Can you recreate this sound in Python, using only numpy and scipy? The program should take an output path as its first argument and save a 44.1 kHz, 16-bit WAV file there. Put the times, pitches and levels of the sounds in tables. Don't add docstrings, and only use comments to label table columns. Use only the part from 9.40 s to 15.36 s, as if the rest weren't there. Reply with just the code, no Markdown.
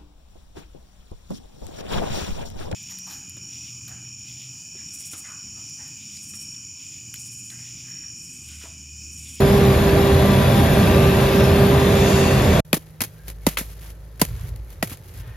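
import sys
import numpy as np
from scipy import signal
from scipy.fft import rfft, irfft
from scipy.io import wavfile

SR = 44100
rng = np.random.default_rng(int(sys.argv[2]) if len(sys.argv) > 2 else 0)


def persist_wave(psi):
    counts = np.round(np.clip(psi, -1, 1) * 32767).astype(np.int16)
    wavfile.write(sys.argv[1], SR, np.atleast_2d(counts).T)


N = 262836
TIME = np.arange(N) / SR
BINS = np.maximum(np.arange(N // 2 + 1) * SR / N, 1)
FIELD_START_S = 3.25

# start in seconds, crack level in dB, crack decay constant in seconds, crack treble
# in dB against its body, thud level in dB, contact time in seconds, thud glide constant in seconds,
# stalk ring level in dB, ring pitch as a ratio, place of contact from 0 to 1, stump pitch in Hz,
# stump level in dB.
STALK_BLOWS = [(3.3295, -5, 0.0029, -1, -9, 0.0024, .0024, -24, 0.97, 0.32, 2360, -25),
               (3.6056, -17.5, 0.0045, 0, -31, 0.0027, 0.0026, -33, 1.03, 0.36, 2200, -30),
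               (4.0659, -12, 0.0043, 7.5, -6.5, 0.0022, 0.0027, -17, 1.03, 0.02, 1830, -22),
               (4.1711, -12.5, 0.0065, -10, -46, 0.0023, 0.0026, -30, 0.87, 0, 1300, -27),
               (4.8146, -14, 0.006, 8.5, -8, 0.0022, 0.00195, -23, .98, 0.24, 985, -19),
               (5.4262, -14, 0.0042, -2.5, -15.5, 0.0022, 0.0023, -23.5, 0.97, .125, 663, -23)]


def from_db(db):
    return 10 ** (np.asarray(db) / 20)


def rms_one(x):
    return x / np.sqrt(np.mean(x ** 2) + 1e-20)


def in_time(rows):
    s, *columns = np.transpose(rows)
    return [np.interp(TIME, s, column) for column in columns]


def in_hz(rows):
    hz, *columns = np.transpose(rows)
    return [np.interp(np.log(BINS), np.log(hz), column) for column in columns]


def drift(rate_hz):
    white = rfft(rng.standard_normal(N))
    return rms_one(irfft(white / (1 + (BINS / rate_hz) ** 2), N))


def spread(pair):
    # frequency in Hz, left-right likeness from 0 to 1.
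    likeness = [(30, .999), (60, 0.993), (150, 0.98), (350, 0.96), (700, 0.75), (1400, 0.36), (3000, 0.8),
                (5500, 0.27), (7000, 0.7), (8500, 1), (10500, 0.79), (12400, 0.8), (13200, 1)]
    alike = np.clip(in_hz(likeness)[0], 0, 1)
    mid, side = rfft(pair)
    return irfft(np.sqrt(1 + alike) * mid + np.sqrt(1 - alike) * side * [[1], [-1]], N)


def coloured(spectrum, grain_db=0):
    sizes = from_db(grain_db * np.clip(drift(900), -2.5, 2.5))
    white = rng.standard_normal((2, N)) * sizes
    return rms_one(spread(irfft(rfft(white) * from_db(in_hz(spectrum)[0]), N)))


def turning(hz):
    return 2 * np.pi * np.cumsum(hz) / SR


def bell(centre_s, width_s):
    return np.exp(-np.minimum(.5 * ((TIME - centre_s) / width_s) ** 2, 50))


def swells(rows):
    return np.sqrt(sum((from_db(db) * bell(s, width)) ** 2 for s, width, db in rows))


def swirl(x, depth, count=4):
    echoes = 0
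    for k in range(count):
        lag_s = .0006 * 1.9 ** k + .00007 * drift(2.5)
        delayed = np.array([np.interp(TIME - lag_s, TIME, channel) for channel in x])
        echoes = echoes + delayed * (-1) ** k
    return rms_one(x + depth * echoes)


def flares(multiple):
    # multiple of the knife rate, centre in seconds, half width in seconds, level in dB.
    tone_flares = [(1, 0.897, 0.057, -17.5), (1, 1.326, 0.036, -21.5), (1, 2, 0.043, -21),
                   (4, 0.71, 0.056, -31), (4, 1.174, 0.062, -29.5), (5, 0.98, .2, -36),
                   (6, 1.54, 0.14, -33.5), (8, 1.7, 0.38, -41)]
    return swells([swell for k, *swell in tone_flares if k == multiple])


def knife_drum(phase, sag_hz, howl_db, smear=.65, flutter_db=4.0, waver_db=.8):
    # multiple of the knife rate, level in dB relative to the common overtone level.
    overtones = [(3, -8), (4, -1), (5, -3), (6, -4.5), (7, -15.5), (8, -11), (9, -13), (10, -13)]
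    labour_db_per_hz = 0.24
    knife_db = -26.5 + labour_db_per_hz * sag_hz + 2 * np.clip(drift(1.9), -2, 2)
    upper_db = -35.5 - 1.0 * TIME
    tones = np.hypot(from_db(knife_db), flares(1)) * np.sin(phase + 0.16 * drift(28.0))
    tones += from_db(howl_db + waver_db * drift(8.5)) * np.sin(2 * phase + 0.027 * drift(1.5))
    for multiple, level_db in overtones:
        steady = from_db(upper_db + level_db + flutter_db * drift(18))
        gain = np.hypot(flares(multiple), steady)
        tones += gain * np.sin(multiple * phase + smear * drift(10.7))
    return np.sqrt(2) * tones


def diesel(wobble=0.55, throb_db=1.5):
    # engine or drive tone in Hz, level in dB before the common 2 dB cut.
    engine_tones = [(133.1, -23), (65.85, -36), (137.4, -32)]
    # centre of a surge in seconds, level in dB.
    drone_surges = [(.15, -21), (.53, -21), (.77, -17), (1.08, -21), (1.24, -18), (1.54, -18), (2.1, -19.5),
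                    (2.84, -19.5), (3.1, -19.5)]
    drone_hz, drone_db, surge_half_width_s = 83.15, -29, 0.034
    tones = 0
    for hz, db in engine_tones:
        gain = from_db(db - 2 + throb_db * drift(7.2))
        tones = tones + gain * np.sin(2 * np.pi * hz * TIME + wobble * drift(4.9))
    surge = swells([(s, surge_half_width_s, db) for s, db in drone_surges])
    drone = np.sin(2 * np.pi * drone_hz * TIME + wobble * drift(6.9))
    return np.sqrt(2) * (tones + np.hypot(from_db(drone_db), surge) * drone)


def whistles(flutter_db=3):
    # settled pitch in Hz, wander in Hz, level in dB.
    whistle_tones = [(3450, 38.8, -46.5), (5160, 105.9, -52), (11770, 117, -49.5), (13020, 131, -47.5)]
    speed = 1 - .02 * bell(0, .7)
    tones = 0
    for hz, wander_hz, db in whistle_tones:
        phase = turning(hz * speed + wander_hz * drift(146.0))
        tones = tones + from_db(db + flutter_db * drift(3.4)) * np.sin(phase)
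    return np.sqrt(2) * tones


def panels():
    # resonance in Hz, bandwidth in Hz, centre in seconds, half width in seconds, level in dB.
    resonances = [(1670, 160, 1.8, 0.43, -41), (2620, 110, 1.72, 0.3, -35), (3420, 120, 1.076, 0.18, -40),
                  (3600, 227, 1.9, .2, -47), (5330, 380, 2.01, 0.063, -39.5), (3410, 161, 2.58, 0.15, -39),
                  (4500, 140, 2.8, 0.14, -38.5), (4930, 130, 2.9, .1, -54), (2540, 150, 2.85, 0.17, -39)]
    rush, out = spread(rng.standard_normal((2, N))), 0
    for hz, width_hz, s, width_s, db in resonances:
        ringing = signal.lfilter(*signal.iirpeak(hz, hz / width_hz, fs=SR), rush)
        out = out + from_db(db) * bell(s, width_s) * rms_one(ringing)
    return out


def machine_rumble():
    # frequency in Hz, relative level per hertz in dB.
    rumble_colour = [(22, -29), (32, -24), (42, -6.5), (70, -2), (90, -2.5), (115, 0), (160, -2), (230, -4),
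                     (330, -13), (480, -20), (900, -56.5)]
    # time in seconds, rumble level in dB.
    rumble_level = [(0, -16), (.7, -17.5), (1.3, -15.5), (1.75, -17.5), (2.15, -16), (2.55, -18.5),
                    (2.8, -18.5), (3.05, -17.5)]
    return from_db(in_time(rumble_level)[0]) * coloured(rumble_colour)


def machine_roar(cuts):
    # frequency in Hz, relative level per hertz in dB.
    roar_colour = [(250, -7.5), (450, -3), (590, 1), (720, -1.5), (870, -8.5), (1100, -8), (1330, -16),
                   (1650, -11.5), (2100, -15.5), (2600, -14), (3050, -20.5), (3500, -17), (4400, -24.5),
                   (7000, -79)]
    level_db = -21.5 + .5 * TIME
    return from_db(level_db) * swirl(coloured(roar_colour, grain_db=1.5), depth=0.11) * cuts


def crop_hiss(cuts):
    # frequency in Hz, relative level per hertz in dB.
    hiss_colour = [(2500, -2), (4000, 5.5), (5000, 3), (5600, 0), (7500, -3), (10500, 6.5), (12600, 2),
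                   (13300, -1.5), (14500, -18), (15600, -49)]
    level_db = -34 + 2 * bell(1.36, 0.33)
    return from_db(level_db) * swirl(coloured(hiss_colour, grain_db=3.0), depth=0.76) * cuts


def fan_rush():
    # frequency in Hz, relative level per hertz in dB.
    fan_colour = [(1500, -20), (2200, -6), (2620, 7.5), (3000, -3), (3480, -3), (4100, -7), (5000, -0.5),
                  (5700, -2.5), (7200, 4.5), (8600, -7.5), (10500, -5), (14000, -32)]
    # centre in seconds, half width in seconds, level in dB.
    grilles = [(2.74, 0.18, -30.5), (3.17, 0.14, -35.5)]
    return np.hypot(from_db(-39), swells(grilles)) * swirl(coloured(fan_colour), depth=0.37)


def harvester(chop=0.046):
    # time in seconds, knives passing per second, level in dB of the howl at
    drum = [(0, 196, -18), (.17, 201, -18), (.32, 195, -19), (.37, 198.2, -28), (.46, 198.2, -20.5),
            (.73, 197, -18.5), (.97, 195.5, -27.5), (1.13, 198, -35), (1.38, 197.8, -25.5),
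            (1.62, 196, -22), (2.0, 197, -20), (2.35, 200, -20), (2.52, 198.7, -21.5), (2.8, 195.3, -20),
            (2.95, 196, -27.5), (3.2, 192, -30)]
    pass_end_s = 3.204
    knife_hz, howl_db = in_time(drum)
    phase = turning(knife_hz)
    cuts = 1 + chop * np.cos(2 * phase)
    tones = knife_drum(phase, knife_hz.mean() - knife_hz, howl_db) + diesel() + whistles()
    noises = machine_rumble() + machine_roar(cuts) + panels() + crop_hiss(cuts) + fan_rush()
    return (tones + noises) * np.clip((pass_end_s - TIME) / 0.00053, 0, 1)


def from_right(x, lag_s=0.0005):
    return np.array([np.interp(TIME - lag_s, TIME, x), x])


def far_engine(age, second_db=-52):
    # time in seconds, level in dB of the fundamental.
    hum_level = [(3.25, -59), (3.78, -57), (3.87, -36.5), (4.5, -38.5), (4.8, -41.5), (5.2, -32.5),
                 (5.5, -53), (5.96, -40)]
    phase = turning(51.9 + 1.4 * age)
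    third_db = -46 - 6.5 * age
    hum = 0
    for k, db in enumerate([in_time(hum_level)[0], second_db, third_db], 1):
        hum = hum + from_db(db) * np.sin(k * phase + 0.24 * drift(9.8))
    return np.sqrt(2) * from_right(hum)


def squeals(waver=0.018, flutter_db=3.0):
    # start in seconds, length in seconds, pitch in Hz, glide in Hz per second, level in dB.
    squeal_rows = [(3.775, 0.115, 1600, 350, -64), (4.01, 0.054, 2190, 200, -67),
                   (5.813, 0.16, 1835, -100, -61)]
    # partial's pitch ratio, level in dB relative to the squeal's level.
    partials = [(1, 2), (1.365, -8)]
    edge_s = 0.015
    out = 0
    for s, length_s, hz, glide, level_db in squeal_rows:
        age = np.clip(TIME - s, 0, length_s)
        phase = turning((hz + glide * age) * (1 + waver * drift(70)))
        tones = sum(from_db(db + flutter_db * drift(50)) * np.sin(ratio * phase) for ratio, db in partials)
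        envelope = np.minimum(np.minimum(age, length_s - age) / edge_s, 1)
        out = out + from_db(level_db) * envelope * tones
    return np.sqrt(2) * out


def breeze_and_distance(age):
    # centre of a gust in seconds, half width in seconds, level in dB.
    gust_rows = [(4.25, 0.088, -44), (4.92, 0.043, -28), (5.08, 0.091, -30.5), (5.45, 0.12, -39.5),
                 (5.88, 0.13, -36)]
    # frequency in Hz, relative level per hertz in dB.
    wind_colour = [(20, -30), (30, -21), (44, 6), (60, 1), (110, 4.5), (160, -10), (250, -37), (500, -36),
                   (1200, -59)]
    # frequency in Hz, relative level per hertz in dB.
    field_colour = [(25, -16), (55, 1), (110, 4), (200, -11.5), (300, -15.5), (480, -12.5), (800, -17.5),
                    (1200, -23.5), (1750, -23.5), (2500, -33), (6000, -35.5), (12000, -40), (16000, -47)]
    gust = swells(gust_rows)
    breeze = gust * from_db(0.88 * drift(12)) * coloured(wind_colour)
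    calm_db = -47.5 + 1.0 * age
    field_gain = from_db(calm_db) + from_db(-24.5) * gust
    return breeze + field_gain * swirl(coloured(field_colour), depth=0.12)


def open_field():
    age = np.maximum(TIME - FIELD_START_S, 0)
    return far_engine(age) + squeals() + breeze_and_distance(age)


def burst(start_s, decay_s):
    age = np.maximum(TIME - start_s, 0)
    return (1 - np.exp(-age / .0004)) * np.exp(-np.minimum(age / decay_s, 50))


def thud(start_s, swell_s, glide_s, end_hz, start_hz=1200, crumble=0.49):
    age = np.maximum(TIME - start_s, 0)
    cycles = end_hz * age + (start_hz - end_hz) * glide_s * (1 - np.exp(-age / glide_s))
    push = age / swell_s * np.exp(1 - age / swell_s)
    return push * np.sin(2 * np.pi * cycles + crumble * drift(510))


def thuds():
    # start in seconds, level in dB, final pitch in Hz.
    knocks = [(3.368, -23, 310), (3.616, -23, 247), (4.21, -23.5, 217), (5.051, -34, 129.6),
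              (5.515, -31.5, 254)]
    soil_lag_s = 0.00056
    out = 0
    for s, _, _, _, thud_db, contact_s, glide_s, *_ in STALK_BLOWS:
        out = out + from_db(thud_db) * thud(s + soil_lag_s, 2 * contact_s, glide_s, end_hz=158.3)
    for s, db, hz in knocks:
        out = out + from_db(db) * thud(s, 0.0028, 0.00042, hz, start_hz=580)
    return signal.sosfilt(signal.butter(2, 95, "high", fs=SR, output="sos"), out)


def stalk_ring(uneven_db=0.5):
    # mode in Hz before the blow's pitch ratio, relative level in dB,
    # time to fall 60 dB in seconds.
    stalk_modes = [(490, -3, 0.032), (690, -4, 0.046), (940, -9, 0.045), (1368, 3, 0.023),
                   (1980, 2.5, 0.049), (2285, -3, 0.028), (2690, 2, 0.024), (3690, 3, 0.028),
                   (4430, -8, 0.016)]
    node_share = 0.27
    stump_t60_s, crush_s = 0.05, .0006
    out, age = np.zeros(N + SR), TIME[:SR // 2]
    hz, db, t60 = np.transpose(stalk_modes)[:, :, None]
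    mode = np.arange(1, len(stalk_modes) + 1)[:, None]
    for s, *_, ring_db, pitch, place, stump_hz, stump_db in STALK_BLOWS:
        uneven = uneven_db * rng.standard_normal(hz.shape)
        struck = np.hypot(np.sin(np.pi * mode * place), node_share) * from_db(ring_db + db + uneven)
        modes = struck * from_db(-60 * age / t60) * np.sin(2 * np.pi * hz * pitch * age)
        stump = from_db(stump_db - 60 * age / stump_t60_s) * np.sin(2 * np.pi * stump_hz * age)
        first = int(s * SR)
        out[first:first + len(age)] += (modes.sum(axis=0) + stump) * (1 - np.exp(-age / crush_s))
    return out[:N]


def ticks(spectrum, per_s=800, size_db=4.0):
    born = rng.random(N) < per_s / SR
    sizes = from_db(size_db * np.minimum(rng.exponential(1, N), 3))
    clicks = born * rng.standard_normal((2, N)) * sizes
    return rms_one(spread(irfft(rfft(clicks) * from_db(in_hz(spectrum)[0]), N)))


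def cracks():
    # frequency in Hz, relative level per hertz in dB.
    crack_colour = [(150, -28), (400, -14), (800, -8.5), (1200, -3), (1900, 0), (2700, 3), (3700, -5),
                    (5000, -2), (5700, -8.5), (7500, -2.5), (10000, -1), (12500, -4.5), (16000, -21)]
    body, edge = 0, 0
    for s, crack_db, decay_s, treble_db, *_ in STALK_BLOWS:
        crack = from_db(crack_db) * burst(s, decay_s)
        body, edge = body + crack, edge + from_db(treble_db) * crack
    fibres = rms_one(coloured(crack_colour, grain_db=2.0) + 0.22 * ticks(crack_colour, per_s=1300))
    dull = irfft(rfft(fibres) / (1 + (BINS / 4000) ** 6), N)
    return body * dull + edge * (fibres - dull)


def leaves():
    # peak in seconds, build-up half width in seconds, level in dB.
    rustles = [(3.902, 0.023, -43), (4.13, 0.046, -42), (4.33, 0.19, -52), (4.5, 0.082, -46.5),
               (5.08, 0.13, -48), (5.33, 0.03, -52), (5.526, 0.021, -39), (5.69, 0.029, -49.5),
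               (5.8, 0.058, -47.5), (5.89, .04, -57)]
    release_s = 0.017
    stirs = swells([(s, np.where(TIME < s, build_s, release_s), db) for s, build_s, db in rustles])
    settling = from_db(-51) * sum(burst(s, 0.088) for s, *_ in STALK_BLOWS)
    return np.hypot(from_db(-59.5), stirs) + settling


def husk_spray(litter, uneven_db=2.0, tick_db=-5, spray_db=-2):
    # frequency in Hz, relative level per hertz in dB.
    husk_colour = [(100, 3), (230, 5), (500, 1), (1000, -5), (2200, 0), (3500, -3), (5700, -4), (7500, -1),
                   (10000, 3), (12500, 0.5), (16000, -15)]
    # start in seconds, level in dB, decay constant in seconds.
    snaps = [(3.341, -14.5, 0.009), (3.368, -21.5, 0.0031), (3.375, -26, 0.0018), (3.6164, -10.5, 0.0045),
             (3.637, -24, 0.0064), (3.647, -29, 0.0035), (3.881, -30.5, 0.0041), (4.0863, -24, 0.0045),
             (4.135, -43, 0.0011), (4.184, -21, 0.011), (4.207, -34, 0.004), (4.441, -44, .002),
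             (4.65, -50, 0.0012), (4.796, -28.5, 0.014), (4.8509, -18, 0.0013), (5.1605, -31.5, 0.0014),
             (5.3035, -37.5, .0019), (5.451, -37, 0.0023), (5.473, -29.5, 0.0041), (5.572, -39, 0.0013)]
    gain = litter * from_db(uneven_db * drift(61))
    for s, _, decay_s, *_ in STALK_BLOWS:
        gain = gain + from_db(-26) * burst(s, 3.9 * decay_s)
    for s, db, decay_s in snaps:
        gain = gain + from_db(db) * burst(s, decay_s)
    spray = from_db(spray_db) * coloured(husk_colour, grain_db=1.0)
    return gain * (spray + from_db(tick_db) * ticks(husk_colour))


def splinters(size_db=2.0, clump_db=4, count=16):
    per_s, low_hz, high_hz = 420, 1220, 12100
    low_t60_s = 0.0032
    born = rng.random(N) < per_s * from_db(clump_db * np.clip(drift(25), -2, 2)) / SR
    sizes = from_db(size_db * np.minimum(rng.exponential(1, N), 3))
    clicks = born * sizes * rng.standard_normal((2, N))
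    dealt, out = rng.integers(0, count, N), 0
    for k, hz in enumerate(np.geomspace(low_hz, high_hz, count)):
        radius = from_db(-60 * hz / (low_hz * low_t60_s * SR))
        angle = 2 * np.pi * hz / SR
        poles = [1, -2 * radius * np.cos(angle), radius * radius]
        struck = clicks * (dealt == k) + 1e-18
        out = out + signal.lfilter([0, np.sin(angle)], poles, struck) * np.sqrt(hz)
    return rms_one(spread(out))


def scrapes(grain_db=2.5):
    # centre in seconds, half width in seconds, level in dB.
    drags = [(4.46, 0.035, -54), (5.0, .06, -53.5), (5.524, 0.011, -46), (5.87, .09, -54)]
    # frequency in Hz, relative level per hertz in dB.
    soil_colour = [(300, -25), (650, -6), (950, -1), (1200, -3), (1500, 0), (2100, -5), (3500, -8),
                   (7000, -30)]
    return swells(drags) * coloured(soil_colour, grain_db=grain_db)


def stalks():
    litter = leaves()
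    blows = cracks() + thuds() + stalk_ring()
    return blows + husk_spray(litter) + from_db(-7) * litter * splinters() + scrapes()


def scene():
    field_gain = np.clip((TIME - FIELD_START_S) / 0.0029 + 1, 0, 1)
    return harvester() + (open_field() + stalks()) * field_gain


def record(dry):
    # frequency in Hz, left lead in radians, left minus right in dB.
    port_rows = [(20, 0, 0), (60, 0, -.3), (250, 0, -1.5), (480, .1, -2.5), (640, .5, -3), (850, .9, 1.8),
                 (1200, .3, 2.2), (1500, -.6, 2.6), (2050, -.3, .8), (2900, .9, 2.3), (4200, .7, 2.9),
                 (5200, .6, 2), (5800, -1.7, .3), (6500, -1, 0), (7600, -2.9, 0), (9000, -3.25, 0),
                 (10500, -4.3, 0), (13000, -6.28, 0)]
    lead, balance_db = in_hz(port_rows)
    ports = np.array([np.exp(1j * lead) * from_db(balance_db / 2), from_db(-balance_db / 2)])
    eased = dry * np.minimum(TIME / .005, 1)
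    low_cut = 1 / np.sqrt(1 + (33 / BINS) ** 10)
    heard = irfft(rfft(eased) * ports * low_cut, N)
    rounded = heard / (1 + (heard / .8) ** 4) ** .25
    return signal.sosfilt(signal.ellip(10, .1, 80, 15900, fs=SR, output="sos"), rounded)


dry = scene()
out = record(dry)
persist_wave(out)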